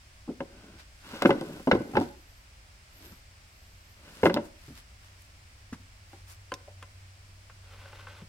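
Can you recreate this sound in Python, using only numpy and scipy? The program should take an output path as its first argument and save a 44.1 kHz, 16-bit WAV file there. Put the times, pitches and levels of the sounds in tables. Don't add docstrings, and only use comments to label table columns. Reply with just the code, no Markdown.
import sys
import numpy as np
from scipy import signal
from scipy.fft import rfft, irfft, next_fast_len
from scipy.io import wavfile
from scipy.ndimage import map_coordinates

SR = 44100
rng = np.random.default_rng(int(sys.argv[2]) if len(sys.argv) > 2 else 0)


def master(y):
    cut = np.clip(np.atleast_2d(y).T, -1, 1)
    pcm = np.round(cut * 32767)
    wavfile.write(sys.argv[1], SR, pcm.astype(np.int16))


N = 365148
TIME = np.arange(N) / SR
HIT = TIME[:SR // 3]


# t/s, relative level/dB, hardness/dB, bending f/Hz, main tube ring f/Hz
POLE_KNOCKS = [(0.277, -50, -9, 298, 833), (0.289, -48.5, -17.5, 254, 700), (0.404, -31.5, 3, 257, 545),
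               (1.134, -47, -6, 228, 1000), (1.2199, -24.5, 6.5, 285, 563), (1.2504, -18.5, -3.5, 348, 513),
               (1.2559, -21.5, 9.5, 326, 570), (1.292, -23, -3.5, 357, 873), (1.305, -20.5, 5, 280, 550),
               (1.341, -41, -10, 298, 544), (1.412, -36, -3.5, 329, 515), (1.595, -47, 5, 300, 535),
               (1.672, -22.5, -2, 263, 648), (1.713, -18.5, 9, 275, 505), (1.73, -23.5, -3, 226, 480),
               (1.75, -25, 1.5, 340, 512), (1.801, -42.5, -9, 217, 570), (1.935, -39.5, 1, 257, 780),
               (1.953, -28, 5.5, 403, 890), (1.968, -18.5, 2, 350, 844), (2.009, -31, -3, 292, 720),
               (4.2322, -18.5, 1, 442, 490), (4.2556, -16, 2.5, 372, 620), (4.2641, -25, 8.5, 335, 562),
               (4.297, -24.5, 4.5, 370, 556), (4.3401, -35.5, -7, 212, 926), (4.363, -27, 2, 263, 562),
               (4.37, -24.5, 3, 288, 583), (6.131, -51, 2.5, 330, 795), (6.518, -35, 8, 354, 1036),
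               (6.825, -51, 12, 295, 1013), (7.498, -62.5, 17, 196, 1096), (7.857, -54, 10.5, 385, 540),
               (7.929, -54, 11, 385, 855), (8.07, -55.5, 17, 420, 1094)]
# t/s, f/Hz, relative level/dB
GROUND_BUMPS = [(1.306, 121, -33), (1.722, 83, -29), (1.765, 120, -34), (1.945, 127, -30), (1.978, 98, -30),
                (4.238, 100, -26), (4.267, 175.4, -26.5), (4.361, 107, -38)]
def knocks(rebound_s=0.014, trim_db=-0.27):
    out = np.zeros(N)
    for s, db, hardness_db, bend_hz, ring_hz in POLE_KNOCKS:
        add(out, s, blow(db, hardness_db, bend_hz, ring_hz))
        bounce_s = s + rebound_s * rng.uniform(0.8, 1.2)
        add(out, bounce_s, blow(db - 14, hardness_db - 4.5, bend_hz * 0.85, ring_hz))
    for s, hz, db in GROUND_BUMPS:
        add(out, s, from_db(db) * swing(hz, t60=0.19, rise_t60=0.011))
    return from_db(trim_db) * out


# f/Hz, relative level/dB, t60/s
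TUBE_MODES = [(491.5, 4, 0.034), (514, -9.5, .08), (561, -3.5, 0.13), (615, -12.5, .1), (745.6, -7, 0.12),
              (831, -6.5, 0.081), (950, -3, 0.079), (1047, 1, 0.058), (1075, -6.5, 0.018),
              (1350, -3.5, 0.072), (1446, 0, 0.078), (1485, 12.5, 0.026), (1650, -8, 0.046),
              (1850, -6, 0.026), (2075, -5, 0.075), (2230, -14, .06), (2561, -18, .05)]
def tube_ring(detune_spread=0.013):
    hz, db, t60 = np.transpose(TUBE_MODES)[:, :, None]
    strength, detune = rng.standard_normal((2, len(TUBE_MODES), 1))
    sign = rng.choice([-1, 1], (len(TUBE_MODES), 1))
    partials = np.sin(2 * np.pi * hz * (1 + detune_spread * detune) * HIT)
    ring = np.sum(sign * from_db(db + 2 * strength) * fade(HIT, t60) * partials, axis=0)
    return ring * (1 - fade(HIT, 0.0067))


# f/Hz, relative level/dB
WALL_EQ = [(100, -11), (210, 1), (450, 6), (900, 0.5), (1550, -2.5), (1900, -15.5), (2600, -11.5),
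           (3400, -24), (4500, -33), (8000, -45.5), (15000, -46.5)]
# low f/Hz, high f/Hz, noise t60/s, relative level/dB, hardness slope/(dB/dB)
KNOCK_LAYERS = [(127.7, 358, 0.13, 3, -1.0), (465, 1150, 0.042, 1.97, 0.0562),
                (1102, 3600, 0.017, -5.5, 1.01), (2604, 6000, 0.025, -16.5, 1.06)]
def blow(db, hardness_db, bend_hz, ring_hz):
    tube = tube_ring()
    wall = colour(rng.standard_normal(len(HIT)), WALL_EQ) * (1 - fade(HIT, .009))
    thud, wall_hollow, wall_clack, tick = [
        unit_hit(band(wall * fade(HIT, t60), low, high)) for low, high, t60, *_ in KNOCK_LAYERS]
    tube_hollow, tube_clack = [unit_hit(band(tube, low, high)) for low, high, *_ in KNOCK_LAYERS[1:-1]]
    body = swing(bend_hz, t60=0.074, rise_t60=0.0077) + from_db(-0.5) * thud
    note = swing(ring_hz, t60=0.062, rise_t60=0.023)
    hollow = from_db(1) * note + tube_hollow + from_db(-1.5) * wall_hollow
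    layers = [body, hollow, tube_clack + wall_clack, tick]
    return sum(from_db(db + layer_db + slope * hardness_db) * unit_hit(layer)
               for (*_, layer_db, slope), layer in zip(KNOCK_LAYERS, layers))


def nudge(s=6.677, hz=588, db=-45, t60=0.11):
    out = np.zeros(N)
    hollow = unit_hit(band(rng.standard_normal(len(HIT)) * fade(HIT, t60), 466, 740))
    add(out, s, from_db(db) * unit_hit(swing(hz, t60, rise_t60=0.018) + hollow))
    return out


# t/s, level/dB
SPLINTER_SNAPS = [(1.2223, -33), (1.411, -46.5), (1.7134, -47), (1.968, -48), (4.2553, -38.5),
                  (4.342, -31.5), (6.521, -46), (6.54, -40), (6.827, -51.5)]
# f/Hz, relative level/dB
SPLINTER_EQ = [(1000, -13), (2000, -2), (3500, 4.5), (6000, -8.5), (10000, -11), (15000, -18.5)]
def splinters(t60=0.0049):
    out = np.zeros(N)
    for s, db in SPLINTER_SNAPS:
        crack = colour(rng.standard_normal(len(HIT)), SPLINTER_EQ) * fade(HIT, t60)
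        add(out, s, from_db(db) * unit_hit(crack))
    return out


# start t/s, length/s, judder level/dB, rasp level/dB
SLIDES = [(0.42, 0.43, -56, -59.5), (1.003, 0.34, -51, -44.5), (1.258, 0.41, -43, -51.5),
          (1.69, 0.443, -43.5, -72), (2.924, 0.24, -56, -66), (3.952, 0.4, -58.5, -57),
          (4.301, 0.17, -44, -54), (7.606, 0.666, -72, -54)]
# f/Hz, relative level/dB
RASP_EQ = [(300, -12.5), (450, -6), (560, 2.5), (680, -8), (1030, -1.5), (1280, -2.5), (1470, -1),
           (1680, -7.5), (2300, -6), (3600, -9), (6000, -20), (12000, -29)]
def slides(squeal_hz=1480, squeal_db=-9, hollow_db=-9):
    slips = grains(per_s=3000, spread_db=2.0)
    squeal = rms_one(band(slips, squeal_hz * .93, squeal_hz * 1.07) * from_db(4 * drift(16)))
    scrape = colour(slips, RASP_EQ) * from_db(2.6 * drift(45))
    rasp = rms_one(scrape + from_db(squeal_db) * squeal)
    catches = grains(per_s=330, spread_db=1.0)
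    body, hollow = rms_one(band(catches, 150, 380)), rms_one(band(catches, 490, 620))
    judder = rms_one(body + from_db(hollow_db) * hollow)
    return sum(stroke(s, length_s, attack_s=0.15, release_s=0.12)
               * (from_db(judder_db) * judder + from_db(rasp_db) * rasp)
               for s, length_s, judder_db, rasp_db in SLIDES)


# t/s, thud f/Hz, thud level/dB, scuff level/dB
BOOT_STEPS = [(3.118, 201, -49, -56), (4.681, 270, -42.5, -62), (4.705, 201, -43.5, -67.5),
              (5.725, 235, -34, -43.5), (8.22, 225.7, -42, -74)]
# f/Hz, relative level/dB
SOLE_EQ = [(200, -14), (500, -27), (900, 1), (1500, 2.5), (2200, -7), (4000, -12), (8000, -12.5),
           (15000, -34)]
def steps():
    out = np.zeros(N)
    for s, hz, thud_db, scuff_db in BOOT_STEPS:
        earth, sole = rng.standard_normal((2, len(HIT)))
        soil = unit_hit(band(earth * fade(HIT, 0.088), 132, 257))
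        thud = swing(hz, t60=0.027, rise_t60=.015) + from_db(3.5) * soil
        scuff = colour(sole, SOLE_EQ) * fade(HIT, 0.076) * (1 - fade(HIT, 0.024)) ** 2
        add(out, s, from_db(thud_db) * unit_hit(thud) + from_db(scuff_db) * unit_hit(scuff))
    return out


# peak t/s, half length/s, relative crunch/dB, relative crisp/dB
LEAF_BRUSHES = [(0.802, 0.026, -50, -69), (1.137, 0.13, -50, -63), (1.278, 0.025, -51, -50),
                (1.593, 0.27, -55.5, -61.5), (2.012, 0.13, -54, -63), (3.059, 0.11, -53.5, -64.5),
                (4.18, 0.12, -53, -62), (4.263, 0.024, -50, -49.5), (4.455, 0.033, -57, -61),
                (4.67, 0.098, -57, -67), (4.78, 0.031, -51.5, -62), (5.062, 0.064, -57.5, -68),
                (5.22, 0.042, -68, -66), (6.14, 0.062, -59, -69.5), (6.31, 0.031, -49, -53.5)]
# f/Hz, relative level/dB
CRUNCH_EQ = [(400, -4.5), (1500, 3.5), (3000, 1), (5000, 0), (7000, -13.5), (10000, -22), (15000, -27.5)]
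def rustle(knocking, shake_db=-27, settle_s=0.02):
    hold = np.exp(-1 / (settle_s * SR))
    shake = signal.lfilter([1 - hold], [1, -hold], np.abs(knocking) + 1e-18)
    crunch_gain, crisp_gain = from_db(shake_db) * shake, np.zeros(N)
    for s, half_s, crunch_db, crisp_db in LEAF_BRUSHES:
        swell = np.exp(-((TIME - s) / half_s) ** 2)
        crunch_gain += from_db(crunch_db) * swell
        crisp_gain += from_db(crisp_db) * swell
    leaves = np.array([grains(per_s=5200, spread_db=2) for ear in range(2)]) * from_db(1.2 * drift(70))
    snap = rng.standard_normal((2, len(HIT))) * fade(HIT, 0.0037)
    stalks = rms_one(signal.fftconvolve(grains(per_s=34, spread_db=2.0)[None], snap, axes=1)[:, :N])
    crackle = rms_one(leaves + .52 * stalks)
    crunch, crisp = colour(crackle, CRUNCH_EQ), rms_one(band(crackle, 5000, 14000))
    return from_db(-3.0) * crunch_gain * crunch + from_db(0.9) * crisp_gain * crisp


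# t/s, left ear lead/ms, left minus right level/dB
PAN_PATH = [(0, 0.094, 1.5), (2.2, 0.18, 0), (4.2, 0.12, 0.3), (8.198, -.02, 1)]
def place(x):
    s, lead_ms, pan_db = np.transpose(PAN_PATH)
    half_lead = np.interp(TIME, s, lead_ms) * SR / 2000
    half_pan_db = np.interp(TIME, s, pan_db) / 2
    return np.array([map_coordinates(x, [np.arange(N) + side * half_lead], order=3)
                     * from_db(side * half_pan_db) for side in (1, -1)])


def clearing(x, scatter_db=-9.5, scatter_t60=0.054, tail_db=-13, tail_t60=0.39):
    t = TIME[:SR]
    scatter_decay, tail_decay = fade(t, scatter_t60), fade(t, tail_t60)
    scatter = band(diffuse(len(t)), 870, 15000) * scatter_decay * (t > .001)
    tail = band(diffuse(len(t)), 150, 2520) * tail_decay * (1 - fade(t, 0.36))
    response = (from_db(scatter_db) * scatter / np.linalg.norm(scatter_decay)
                + from_db(tail_db) * tail / np.linalg.norm(tail_decay))
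    return signal.fftconvolve(x[None], response, axes=1)[:, :N]


# start t/s, length/s, level/dB
INSECT_TRILLS = [(2.069, 0.42, -72.5), (2.89, 0.34, -61), (3.42, 0.63, -72.5)]
def insect(flutter_db=2.5):
    gain = sum(from_db(db) * stroke(s, length_s, attack_s=0.14, release_s=0.13)
               for s, length_s, db in INSECT_TRILLS)
    shrill = band(rng.standard_normal((2, N)), 11750, 12650)
    return gain * rms_one(shrill * from_db(flutter_db * drift(40)))


def engine(hz=96, waver=0.028, flutter_db=3.0, peak_db=-52, peak_s=7.45, half_power_s=0.85):
    firing_hz = hz * (1 + waver * drift(13))
    tone = np.sin(2 * np.pi * np.cumsum(firing_hz) / SR) * from_db(flutter_db * drift(12))
    rumble = rms_one(band(rng.standard_normal(N), 84, 108))
    swell = from_db(peak_db) / np.hypot(1, (TIME - peak_s) / half_power_s)
    return swell * rms_one(tone + 0.1 * rumble)


# f/Hz, relative level/dB
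AIR_EQ = [(15, -32.5), (24, -1.5), (31, -13.5), (50, -3.5), (80, -5.5), (110, -11.5), (140, -19.5),
          (200, -24.5), (300, -28.5), (470, -30.5), (600, -24.5), (800, -27), (1200, -26.5), (2300, -24.5),
          (3800, -30.5), (5100, -27.5), (6500, -33.5), (8000, -32), (11000, -40.5), (13000, -43.5),
          (15800, -43)]
def air(db=-54):
    return from_db(db) * colour(diffuse(N), AIR_EQ)


# f/Hz, left-right correlation
EAR_LIKENESS = [(60, 1), (130, 0.93), (290, 0.83), (640, 0.16), (1400, -.35), (3000, 0.15), (15000, -0.19)]
def diffuse(size):
    padded = next_fast_len(size)
    alike = np.clip(at_hz(EAR_LIKENESS, np.fft.rfftfreq(padded, 1 / SR)), -1, 1)
    mid, side = rfft(rng.standard_normal((2, padded)))
    return irfft(np.sqrt(1 + alike) * mid + np.sqrt(1 - alike) * side * [[1], [-1]], padded)[:, :size]


def swing(hz, t60, rise_t60):
    return unit_hit(np.sin(2 * np.pi * hz * HIT) * fade(HIT, t60) * (1 - fade(HIT, rise_t60)))


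def grains(per_s, spread_db):
    sizes = from_db(spread_db * np.minimum(rng.exponential(1, N), 4)) * rng.choice([-1, 1], N)
    return rms_one(sizes * (rng.random(N) < per_s / SR))


def stroke(start_s, length_s, attack_s, release_s):
    return np.clip(np.minimum((TIME - start_s) / attack_s, (start_s + length_s - TIME) / release_s), 0, 1)


def drift(per_s):
    return np.interp(TIME * per_s, np.arange(2000), rng.standard_normal(2000))


def fade(t, t60):
    return np.exp(-np.log(1000) * t / t60)


def band(x, low_hz, high_hz):
    sos = signal.butter(2, [low_hz, min(high_hz, .45 * SR)], "band", fs=SR, output="sos")
    return signal.sosfilt(sos, x)


def colour(x, eq):
    size = next_fast_len(x.shape[-1])
    gain = from_db(at_hz(eq, np.fft.rfftfreq(size, 1 / SR)))
    return rms_one(irfft(rfft(x, size) * gain, size)[..., :x.shape[-1]])


def at_hz(points, hz):
    points = np.array(points)
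    return np.interp(np.log(hz + 1e-3), np.log(points[:, 0]), points[:, 1])


def from_db(db):
    return 10 ** (np.asarray(db) / 20)


def rms_one(x):
    return x / np.sqrt(np.mean(x ** 2) + 1e-20)


def unit_hit(x):
    return x / np.sqrt(np.sum(x ** 2) / (SR / 100) + 1e-20)


def add(out, s, sound):
    start = max(round(s * SR), 0)
    out[start:start + len(sound)] += sound[:N - start]


def scene():
    knocking = knocks()
    work = knocking + nudge() + splinters() + steps() + slides()
    return place(work) + clearing(work) + rustle(knocking) + insect() + engine() + air()


def record(dry, cutoff_hz=15900):
    return signal.sosfilt(signal.ellip(10, .1, 80, cutoff_hz, fs=SR, output="sos"), dry)


dry = scene()
out = record(dry)
master(out)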